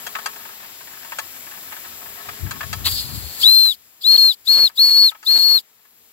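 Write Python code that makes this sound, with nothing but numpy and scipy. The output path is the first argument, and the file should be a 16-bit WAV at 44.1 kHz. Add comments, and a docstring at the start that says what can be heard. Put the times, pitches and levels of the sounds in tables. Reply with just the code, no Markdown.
"""A small brass steam whistle on a model boiler in a garden, an arm's length from a phone, a little to its left.
From the start a hand rattles the valve chain (struck modes), a leak hisses (coloured noise) and a faint hum
drifts (two sines); then low gusts (slow noise) buffet mostly the left port and the valve spits wet steam (noise).
Five toots (sines with overtones) rise to pitch and sag again, each with jet hiss and a draught on the left port;
from the first toot on, leak, hum and chain are heard much lower."""
import sys
import numpy as np
from scipy import signal
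from scipy.fft import rfft, irfft, next_fast_len
from scipy.io import wavfile
from scipy.ndimage import uniform_filter1d, map_coordinates

SR = 44100
rng = np.random.default_rng(int(sys.argv[2]) if len(sys.argv) > 2 else 0)


def to_wav(s):
    """Save 16-bit WAV."""
    ch = np.atleast_2d(s).T  # columns
    pcm = np.round(np.clip(ch, -1, 1) * 32767)  # PCM
    wavfile.write(sys.argv[1], SR, pcm.astype(np.int16))


def invert_db(level):
    """Linear amplitude ratio for a level in decibels (20 dB per decade), elementwise."""
    return 10 ** (np.asarray(level, dtype=float) / 20)


N = 269892


def column(table, k):
    """Linear interpolation: column k of a time curve at every sample."""
    rows = np.array(table, float)
    return np.interp(np.arange(N) / SR, rows[:, 0], rows[:, k])


def gate(start, end, fade_s=0.0027):
    """Trapezoidal envelope: rises from 0 at start and returns to 0 at end over fade_s."""
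    t = np.arange(N) / SR
    return np.clip(np.minimum(t - start, end - t) / fade_s, 0, 1)


def at_hz(table, hz):
    """Logarithmic frequency scale: a (frequency, value) table is interpolated along it."""
    rows = np.array(table, float)
    return np.interp(np.log(hz + 1), np.log(rows[:, 0] + 1), rows[:, 1])


def walk(rate):
    """Low-passed randomness: levels held 1 / rate s and slewed twice; spread near 1."""
    held = max(int(SR / rate), 1)
    steps = np.repeat(rng.standard_normal(N // held + 1), held)
    return 1.81 * uniform_filter1d(uniform_filter1d(steps, held), held)[:N]


def pan(db):
    """Interaural level difference: left and right gains for left minus right in dB."""
    return invert_db(np.array([db, -db]) / 2)


def noise(spectrum, pan_db, alike, flicker_db, rate, lo_hz, hi_hz, lead=((0, 0), (1, 0))):
    """Filtered noise of partial coherence; octaves flicker alone. 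Before that, mean of sides has rms 1 in band."""
    size = next_fast_len(N)
    hz = np.arange(size // 2 + 1) * SR / size
    common, own = rfft(rng.standard_normal((2, size)), axis=1)
    alike = np.clip(alike, 0, 1)
    right = alike * common + np.sqrt(1 - alike ** 2) * own
    right = right * np.exp(-1j * at_hz(lead, hz))
    pair = np.array([common, right]) * invert_db(at_hz(spectrum, hz)) * pan(at_hz(pan_db, hz))
    inside = (hz > lo_hz) & (hz < hi_hz)
    pair = pair / np.sqrt(2 * np.sum(np.abs(pair.mean(0)[inside]) ** 2)) * size
    power = np.abs(pair[0]) ** 2
    out = np.zeros((2, N))
    for octave in range(5, 15):
        share = np.clip(1 - np.abs(np.log2(hz + 1) - octave), 0, 1)
        # octaves with next to no power are skipped
        if np.sum(share * power) > 1e-5 * np.sum(power):
            out += irfft(pair * share, size)[:, :N] * invert_db(flicker_db * walk(rate))
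    return out


def ring(x, hz, t60):
    """Damped resonance: one mode excited by x, losing 60 dB in t60 seconds."""
    pole = np.exp(2j * np.pi * hz / SR - np.log(1000) / (t60 * SR))
    return signal.lfilter([1], [1, -pole], x).imag * np.sqrt(1 - abs(pole) ** 2)


def flow(opens, shuts, stroke_ms):
    """Blowing pressure sets pitch: its fractional sag while the valve opens and while it shuts."""
    t = np.arange(N) / SR
    stroke_s = stroke_ms / 1000
    opening = 0.33 * np.exp(np.clip((opens - t) / stroke_s, -50, 1))
    shutting = 0.27 * np.exp(np.clip((t - shuts) / stroke_s, -50, 1))
    return opening, shutting


# the valve's toots: open_s, shut_s, lever_stroke_ms, left_minus_right_db, port_draught_db
VALVE_TOOTS = [(3.425, 3.737, 25.2, 7.5, -49.5), (4.027, 4.332, 22.4, 6, -41.5),
               (4.464, 4.685, 11.4, 5, -37.5), (4.769, 5.104, 14, 5, -42), (5.258, 5.596, 12.7, 7, -40.5)]
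# the tone at full pressure; waver and roughness are added to it: time_s, pitch_hz, level_db
TONE_CURVE = [(3.455, 4165, -11.5), (3.58, 4156, -13), (3.65, 4166, -13), (3.71, 4165, -15),
              (4.061, 4301, -11), (4.102, 4326, -10), (4.16, 4319, -12), (4.245, 4290, -11),
              (4.307, 4327, -12), (4.493, 4350, -11), (4.56, 4324, -14.5), (4.618, 4354, -14),
              (4.66, 4342, -11), (4.798, 4385, -10), (4.84, 4365, -12), (4.857, 4420, -12.5),
              (4.879, 4360, -14), (4.925, 4334, -14), (5.001, 4402, -11), (5.06, 4367, -11.5),
              (5.29, 4354, -14), (5.411, 4327, -16), (5.451, 4355, -15), (5.55, 4358, -14.5)]
# water drops choke the pipe: time_s, depth_db, length_ms
WATER_CHOKES = [(3.453, 10.5, 4), (3.507, 6, 4), (4.172, 22, 12), (4.862, 3.5, 1.7), (4.902, 12, 4.8),
                (5.382, 12, 6.4)]
# overtones at full pressure in calm draught: multiple, level_re_tone_db, left_lead_rad
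OVERTONE_SERIES = [(2, -31.5, .1), (3, -16.5, 2.5)]
LOSS_DB, WET_LOSS_DB = 78, -1  # tone lost per unit of sag while opening; wet: steam already spits
LEAD_RAD, LEAD_RAD_PER_DB = .6, .165  # the further left the tone, the more the left leads
# the harder the draught above calm, the weaker each overtone
CALM_DB, BLUR_DB_PER_DB = -49.5, (0.9, 0.13)


def whistle():
    """Jet-driven pipe resonance: pitch follows pressure, turbulence roughens it, drops choke it."""
    t = np.arange(N) / SR
    choke_db = sum(depth * np.exp(-np.abs((t - s) / (ms / 2000)) ** 4) for s, depth, ms in WATER_CHOKES)
    rough = invert_db(.4 * walk(65) + 0.457 * walk(350) + .5 * walk(1200) - choke_db)
    choke_drop = .0004 * choke_db ** 2 * (1 + .5 * walk(400))  # a choked pipe drops in pitch
    waver = 1 + .0014 * walk(90) + 0.0025 * walk(500) - choke_drop
    out = np.zeros((2, N))
    for opens, shuts, stroke_ms, pan_db, draught_db in VALVE_TOOTS:
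        opening, shutting = flow(opens, shuts, stroke_ms)
        sag = opening + shutting
        toot = [row for row in TONE_CURVE if opens < row[0] < shuts]
        phase = 2 * np.pi * np.cumsum(column(toot, 1) * (1 - sag) * waver) / SR
        lead = LEAD_RAD + LEAD_RAD_PER_DB * pan_db
        sides = pan(pan_db + .7 * walk(18) + 15 * sag)
        # the mean of the two sides keeps the tone's level
        sides = sides / np.abs(sides[0] + sides[1] * np.exp(1j * lead)) * 2
        loss_db = WET_LOSS_DB if opens < WET_SPIT[-1][0] else LOSS_DB
        # the tone weakens with pressure and dies quickly once the jet loses its grip on the pipe
        db = column(toot, 2) - loss_db * opening - 70 * shutting - 110 * np.maximum(sag - .17, 0)
        size = np.sqrt(2) * invert_db(db) * gate(opens + 0.0017, shuts + 0.0071, 0.0049) * rough
        tone = np.sin([phase, phase - lead])
        for (multiple, over_db, lag), blur in zip(OVERTONE_SERIES, BLUR_DB_PER_DB):
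            # overtones need full pressure and fade first as it sags
            level_db = over_db - 32 * sag - blur * (draught_db - CALM_DB) + 1.5 * walk(25)
            tone += invert_db(level_db) * np.sin([multiple * phase, multiple * phase - lag])
        out += sides * size * tone
    return out


# wet steam around the valve's first opening: time_s, pipe_breath_db, jet_hiss_db
WET_SPIT = [(2.841, -70, -53), (2.86, -30, -28), (2.89, -32, -34.5), (3.04, -34, -42), (3.07, -45, -46),
            (3.37, -45.5, -47.5), (3.425, -32, -33), (3.5, -43, -50.5), (3.56, -60.5, -61)]
# the pipe blown without speaking: frequency_hz, density_db_per_hz
BREATH_SPECTRUM = [(1500, -29.5), (2600, -21), (3400, -10.5), (4400, -4), (4900, -3.5), (5500, -19),
                   (7000, -71)]
# the pipe nearly speaking: time_s, pitch_hz
MUTTER_PITCH = [(2.9, 4700), (3.05, 4230), (3.1, 4326), (3.42, 4420)]
# a slug of water clears the valve: start_s, length_s, level_db
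WATER_PUFF = (2.842, 0.056, -20)
# sound of that slug: frequency_hz, density_db_per_hz
SLUG_SPECTRUM = [(590, -25), (1000, -16), (1970, -17), (2150, -16), (4330, 2), (6200, -28), (8060, -55),
                 (13600, -120)]
# hiss at the valve lip: frequency_hz, density_db_per_hz
JET_SPECTRUM = [(3650, -53), (6200, -7.5), (6600, -7), (7470, 1.5), (9260, -13.5), (10200, -5.5),
                (12100, 1.5), (14000, -2), (15200, -3), (16000, -3.5)]
# phase of the steam between the sides: frequency_hz, left_lead_rad
STEAM_LEAD = [(0, -6), (4400, 1.72), (6500, 5), (10000, 5), (14100, 10.5), (16000, 16)]
# the draught on the port: frequency_hz, density_db_per_hz
DRAUGHT_SPECTRUM = [(24, -47.5), (75, -2), (242, -3), (336, -2.5), (450, -2), (550, -2), (3100, -5.5),
                    (4030, -39), (6820, -120)]
JET_DB = -39  # hiss at the lip at full flow
FULL_FLOW_HZ, FULL_FLOW_DB = (12000, 14800), -3  # the jet is brighter in this band during toots
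DRAUGHT_STROKES = 4.82  # the draught builds and dies over this many lever strokes


def steam():
    """Turbulent jet noise: steam hisses at the lip, blows across the pipe and shakes the left port."""
    spit_end = WET_SPIT[-1][0]
    spit = gate(WET_SPIT[0][0], spit_end)
    breath, hiss = invert_db(column(WET_SPIT, 1)) * spit, invert_db(column(WET_SPIT, 2)) * spit
    draught, full = 0, 0
    # the pipe nearly speaks: a narrow unsteady band that slides in pitch
    carrier = np.exp(2j * np.pi * np.cumsum(column(MUTTER_PITCH, 1)) / SR)
    mutter = carrier * (walk(380) + 1j * walk(380))
    mutter = np.array([mutter, mutter * np.exp(-1.7j)]).real
    mutter = invert_db(-2.5) * breath * pan(5.7)[:, None] * mutter
    for opens, shuts, stroke_ms, _, draught_db in VALVE_TOOTS:
        sag = sum(flow(opens, shuts, stroke_ms))
        jet = invert_db(JET_DB - 16.6 * np.sqrt(sag)) * gate(opens - .022, shuts + 0.023, .016)
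        hiss, breath, full = hiss + jet, breath + invert_db(4.0) * jet, full + invert_db(FULL_FLOW_DB) * jet
        # where steam already spits, the draught starts earlier
        starts = opens if opens > spit_end else opens - .1
        blow = gate(starts, shuts + 0.0067, DRAUGHT_STROKES * stroke_ms / 1000) ** 1.59
        draught = draught + invert_db(draught_db) * blow
    s, length, puff_db = WATER_PUFF
    puff = invert_db(puff_db) * gate(s, s + length, 0.024)
    lip = noise(JET_SPECTRUM, [(6000, 1.0), (15000, 7.9)], 0.593, 1.4, 40, 13660, 16220, STEAM_LEAD)
    bright = signal.sosfilt(signal.butter(2, FULL_FLOW_HZ, "bandpass", fs=SR, output="sos"), lip)
    pipe = noise(BREATH_SPECTRUM, [(1500, 7.1), (5000, 4.2)], 0.37, 2.7, 60, 2500, 5800, STEAM_LEAD)
    slug = noise(SLUG_SPECTRUM, [(1500, 8.3), (5000, 4.9)], 1.0, 0.7, 150, 2500, 5800, STEAM_LEAD)
    buffet = noise(DRAUGHT_SPECTRUM, [(100, 19), (700, 25.4), (2400, 23)], .15, 0.84, 40, 150, 2200)
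    buffet = invert_db(2.38 * walk(60) + 0.45 * walk(13)) * buffet
    return mutter + hiss * lip + full * bright + breath * pipe + puff * slug + draught * buffet


HUSH_DB, HUSH_S = -16, 0.095


def hush():
    """Gain ramp in decibels: the faint sounds sink as the first toot begins and stay down."""
    since = np.arange(N) / SR - VALVE_TOOTS[0][0]
    return invert_db(HUSH_DB * np.clip(since / HUSH_S, 0, 1))


# chain and lever knocks, early and around the toots; hush() lowers the later ones from these levels:
# start_s, body_peak_db, brightness_db
CHAIN_KNOCKS = [(0.065, -23, -2), (0.151, -16.5, -21), (0.185, -24.5, -11), (0.258, -17, -2),
                (.36, -32, -7), (.628, -36.5, -7), (.945, -41, -12), (1.045, -34, -7), (1.119, -24, -13),
                (1.185, -19, -2.5), (1.511, -35, -7), (1.72, -26.5, -10), (1.764, -33.5, -9),
                (2.057, -31.5, -16), (2.286, -23.5, -14), (2.464, -32.5, -20), (2.508, -22.5, -1.5),
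                (2.606, -20.5, -16), (2.629, -21.5, -17), (2.728, -20, -2), (3.653, -15, -21),
                (4.692, -21, -25), (5.113, -18.5, -23), (5.147, -19.5, -20), (5.227, -20, -4.5),
                (5.85, -33.5, -8)]
# modes of the boiler fittings: frequency_hz, gain_db, t60_s
FITTING_MODES = [(745, -3.5, 0.036), (950.5, -0.5, 0.0513), (1099, -3, 0.15), (1298, 1.5, 0.068),
                 (1650, -7.5, 0.033), (1735, 1, 0.05), (1852, -4.5, 0.056), (2320, -14.5, 0.14),
                 (2715, 7, 0.029), (3290, 10.5, 0.043), (4100, 5.5, .018), (4700, 9, 0.014),
                 (7080, 9.5, 0.0029), (15100, -18, .004)]
SCRAPE_RISE_S, SCRAPE_FALL_S = 1.42 / 1000, 13.9 / 1000
# faint ticks of single links fall at random while the hand plays with the chain
TICKS, TICKS_END_S = 45, 2.8
TICK_DB, TICK_SPREAD_DB, TICK_BRIGHT_DB = -40, 2.24, -22  # the softest tick; exponential spread above it
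SPLIT_HZ = 2400  # modes below make the body of a knock, the others its edge


def chain():
    """Modal excitation: gritty scrapes are heard directly and through fittings struck by luck."""
    out, length = np.zeros((2, N + 8192)), 3600
    t = np.arange(length) / SR
    body = signal.butter(2, [700, 2600], "bandpass", fs=SR, output="sos")
    edge = signal.butter(1, [2500, 7500], "bandpass", fs=SR, output="sos")
    cut = signal.butter(3, 600, "highpass", fs=SR, output="sos")
    push = np.clip(t / SCRAPE_RISE_S, 0, 1) ** 2
    push = push * np.exp(-(np.maximum(t - SCRAPE_RISE_S, 0) / SCRAPE_FALL_S) ** 2)
    ticks = [(a * TICKS_END_S, TICK_DB - TICK_SPREAD_DB * np.log(1 - b), TICK_BRIGHT_DB)
             for a, b in rng.random((TICKS, 2))]
    for s, db, bright_db in CHAIN_KNOCKS + ticks:
        grit = rng.standard_normal((2, length))
        # the right side hears a little of the left, six samples later
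        scrape = push * np.array([grit[0], 0.37 * np.roll(grit[0], 6) + 1.16 * grit[1]])
        luck = 3.0 * rng.standard_normal(len(FITTING_MODES))
        low, high = 0, 0
        for (hz, gain_db, t60), luck_db in zip(FITTING_MODES, luck):
            mode = invert_db(gain_db + luck_db) * ring(scrape, hz, t60)
            if hz < SPLIT_HZ:
                low = low + mode
            else:
                high = high + mode
        direct_low, direct_high = signal.sosfilt(body, scrape), signal.sosfilt(edge, scrape)
        low = low / np.std(low) + 1.13 * direct_low / np.std(direct_low)
        high = high / np.std(high) + 1.26 * direct_high / np.std(direct_high)
        # the level is the peak of the body of the knock
        knock = (low + invert_db(bright_db) * high) * pan(6.5)[:, None] / np.max(np.abs(low.mean(0)))
        start = int(s * SR)
        out[:, start:start + length] += invert_db(db) * knock
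    # under the knocks the links jiggle faintly, following the background level
    jiggle_db = 3.7 * walk(60) + 3.7 * walk(5.3) + column(BACKGROUND_LEVEL, 1) - 21.5
    jiggle = rng.standard_normal((2, N)) * invert_db(jiggle_db) * np.sqrt(hush()) * pan(11.0)[:, None]
    jiggle = sum(invert_db(g) * ring(jiggle, hz, t60) for hz, g, t60 in FITTING_MODES if hz < SPLIT_HZ)
    return signal.sosfilt(cut, out[:, :N] + jiggle)


# gusts: time_s, level_db
WIND_LEVEL = [(0, -75), (2.2, -67), (2.3, -45), (2.38, -56.5), (2.44, -33), (2.65, -46.5), (2.76, -41),
              (3.27, -37.5), (3.35, -57), (3.43, -45.5), (3.501, -75), (6.12, -84.5)]
# colour of the gusts: frequency_hz, density_db_per_hz
GUST_SPECTRUM = [(18, -54.5), (30, -21), (68, 2.5), (91, 2.5), (233, -13), (327, -15), (500, -31.5),
                 (650, -55), (1100, -120)]


def wind():
    """Turbulent pressure: low gusts buffet the ports, mostly the left, with little coherence."""
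    gusts = noise(GUST_SPECTRUM, [(50, 16), (300, 8)], 0.19, 3.1, 22, 40, 200)
    return invert_db(column(WIND_LEVEL, 1)) * gate(WIND_LEVEL[0][0], WIND_LEVEL[-1][0], 0.046) * gusts


# the hum throughout; waver, flicker and hush() then act on these values: time_s, pitch_hz, level_db
HUM_CURVE = [(0, 425, -55.5), (.45, 415.7, -61), (1.2, 402.3, -76), (2.7, 421.5, -59), (3, 426.3, -62.5),
             (5.45, 432, -70), (5.6, 441, -61), (6.12, 455.6, -59)]


def hum():
    """Frequency modulation: a faint drifting hum, perhaps an insect's wings, with a weaker tone at half pitch."""
    phase = 2 * np.pi * np.cumsum(column(HUM_CURVE, 1) * (1 + 0.0068 * walk(28))) / SR
    level = np.sqrt(2) * invert_db(column(HUM_CURVE, 2) + 1.6 * walk(8.7))
    return level * (np.sin(phase) + invert_db(-5.5) * np.sin(phase / 2))


# colour of leak and garden air: frequency_hz, density_db_per_hz
LEAK_SPECTRUM = [(24, -43), (40, -16.5), (220, -6), (305, -4.5), (402, -7), (479, -8), (663, -5),
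                 (1720, -8.5), (5310, -4.5), (6170, -8.5), (7360, -0.5), (8990, -16), (12300, -1),
                 (14500, 2), (16000, -0.5)]
# its side: frequency_hz, left_minus_right_db
LEAK_SIDES = [(60, 7.5), (110, 5), (200, 5.5), (380, 2.5), (700, 1), (1290, 8.5), (2380, 14.5), (4400, 6),
              (8120, 3), (15000, 5.5)]
# its phase: frequency_hz, left_lead_rad
LEAK_PHASE = [(0, -1.5), (690, -0.55), (2000, 1), (3500, 5), (6800, 3.5), (16000, 9.5)]
# its level throughout, which hush() then lowers: time_s, level_db
BACKGROUND_LEVEL = [(0, -39.5), (.6, -43.5), (1.4, -41), (5.2, -39.5), (5.7, -43), (6.12, -41)]
# the leak is heard again off the moving hand, which shifts the colour of its treble
HAND_DB, HAND_LAG_MS, HAND_SWAY_MS, HAND_HZ = -15, .45, 0.046, 9000


def background():
    """Comb filtering: a steady leak over garden air meets a drifting reflection of its own treble."""
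    leak = noise(LEAK_SPECTRUM, LEAK_SIDES, 0.61, 0.57, 8.2, 91, 15000, LEAK_PHASE)
    treble = signal.sosfilt(signal.butter(2, HAND_HZ, "highpass", fs=SR, output="sos"), leak)
    place = np.arange(N) - (HAND_LAG_MS + HAND_SWAY_MS * walk(1.7)) * SR / 1000
    reflection = np.array([map_coordinates(side, [place]) for side in treble])
    return invert_db(column(BACKGROUND_LEVEL, 1)) * (leak + invert_db(HAND_DB) * reflection)


ECHO_DB, ECHO_S = -48, .035


def scene():
    """Superposition: all sources in the open air, and one faint echo of the whistle from a shed wall."""
    toots = whistle()
    lag = int(ECHO_S * SR)
    # the echo arrives with its sides swapped
    echo = invert_db(ECHO_DB) * np.pad(toots, ((0, 0), (lag, 0)))[::-1, :N]
    faint = hush() * (background() + hum() + chain())
    return toots + echo + steam() + wind() + faint


def top_cut(x):
    """Nothing passes above the cut-off."""
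    return signal.sosfilt(signal.butter(12, 17090, fs=SR, output="sos"), x)


def record(dry):
    """Saturation and band limiting: the phone rounds the loudest peaks and cuts the top of the band."""
    top = signal.ellip(12, .2, 70, 15780, fs=SR, output="sos")
    rounded = 1.34 * np.tanh(dry / 1.285)
    mix = signal.sosfilt(top, rounded)
    return top_cut(mix)


dry = scene()
out = record(dry)
to_wav(out)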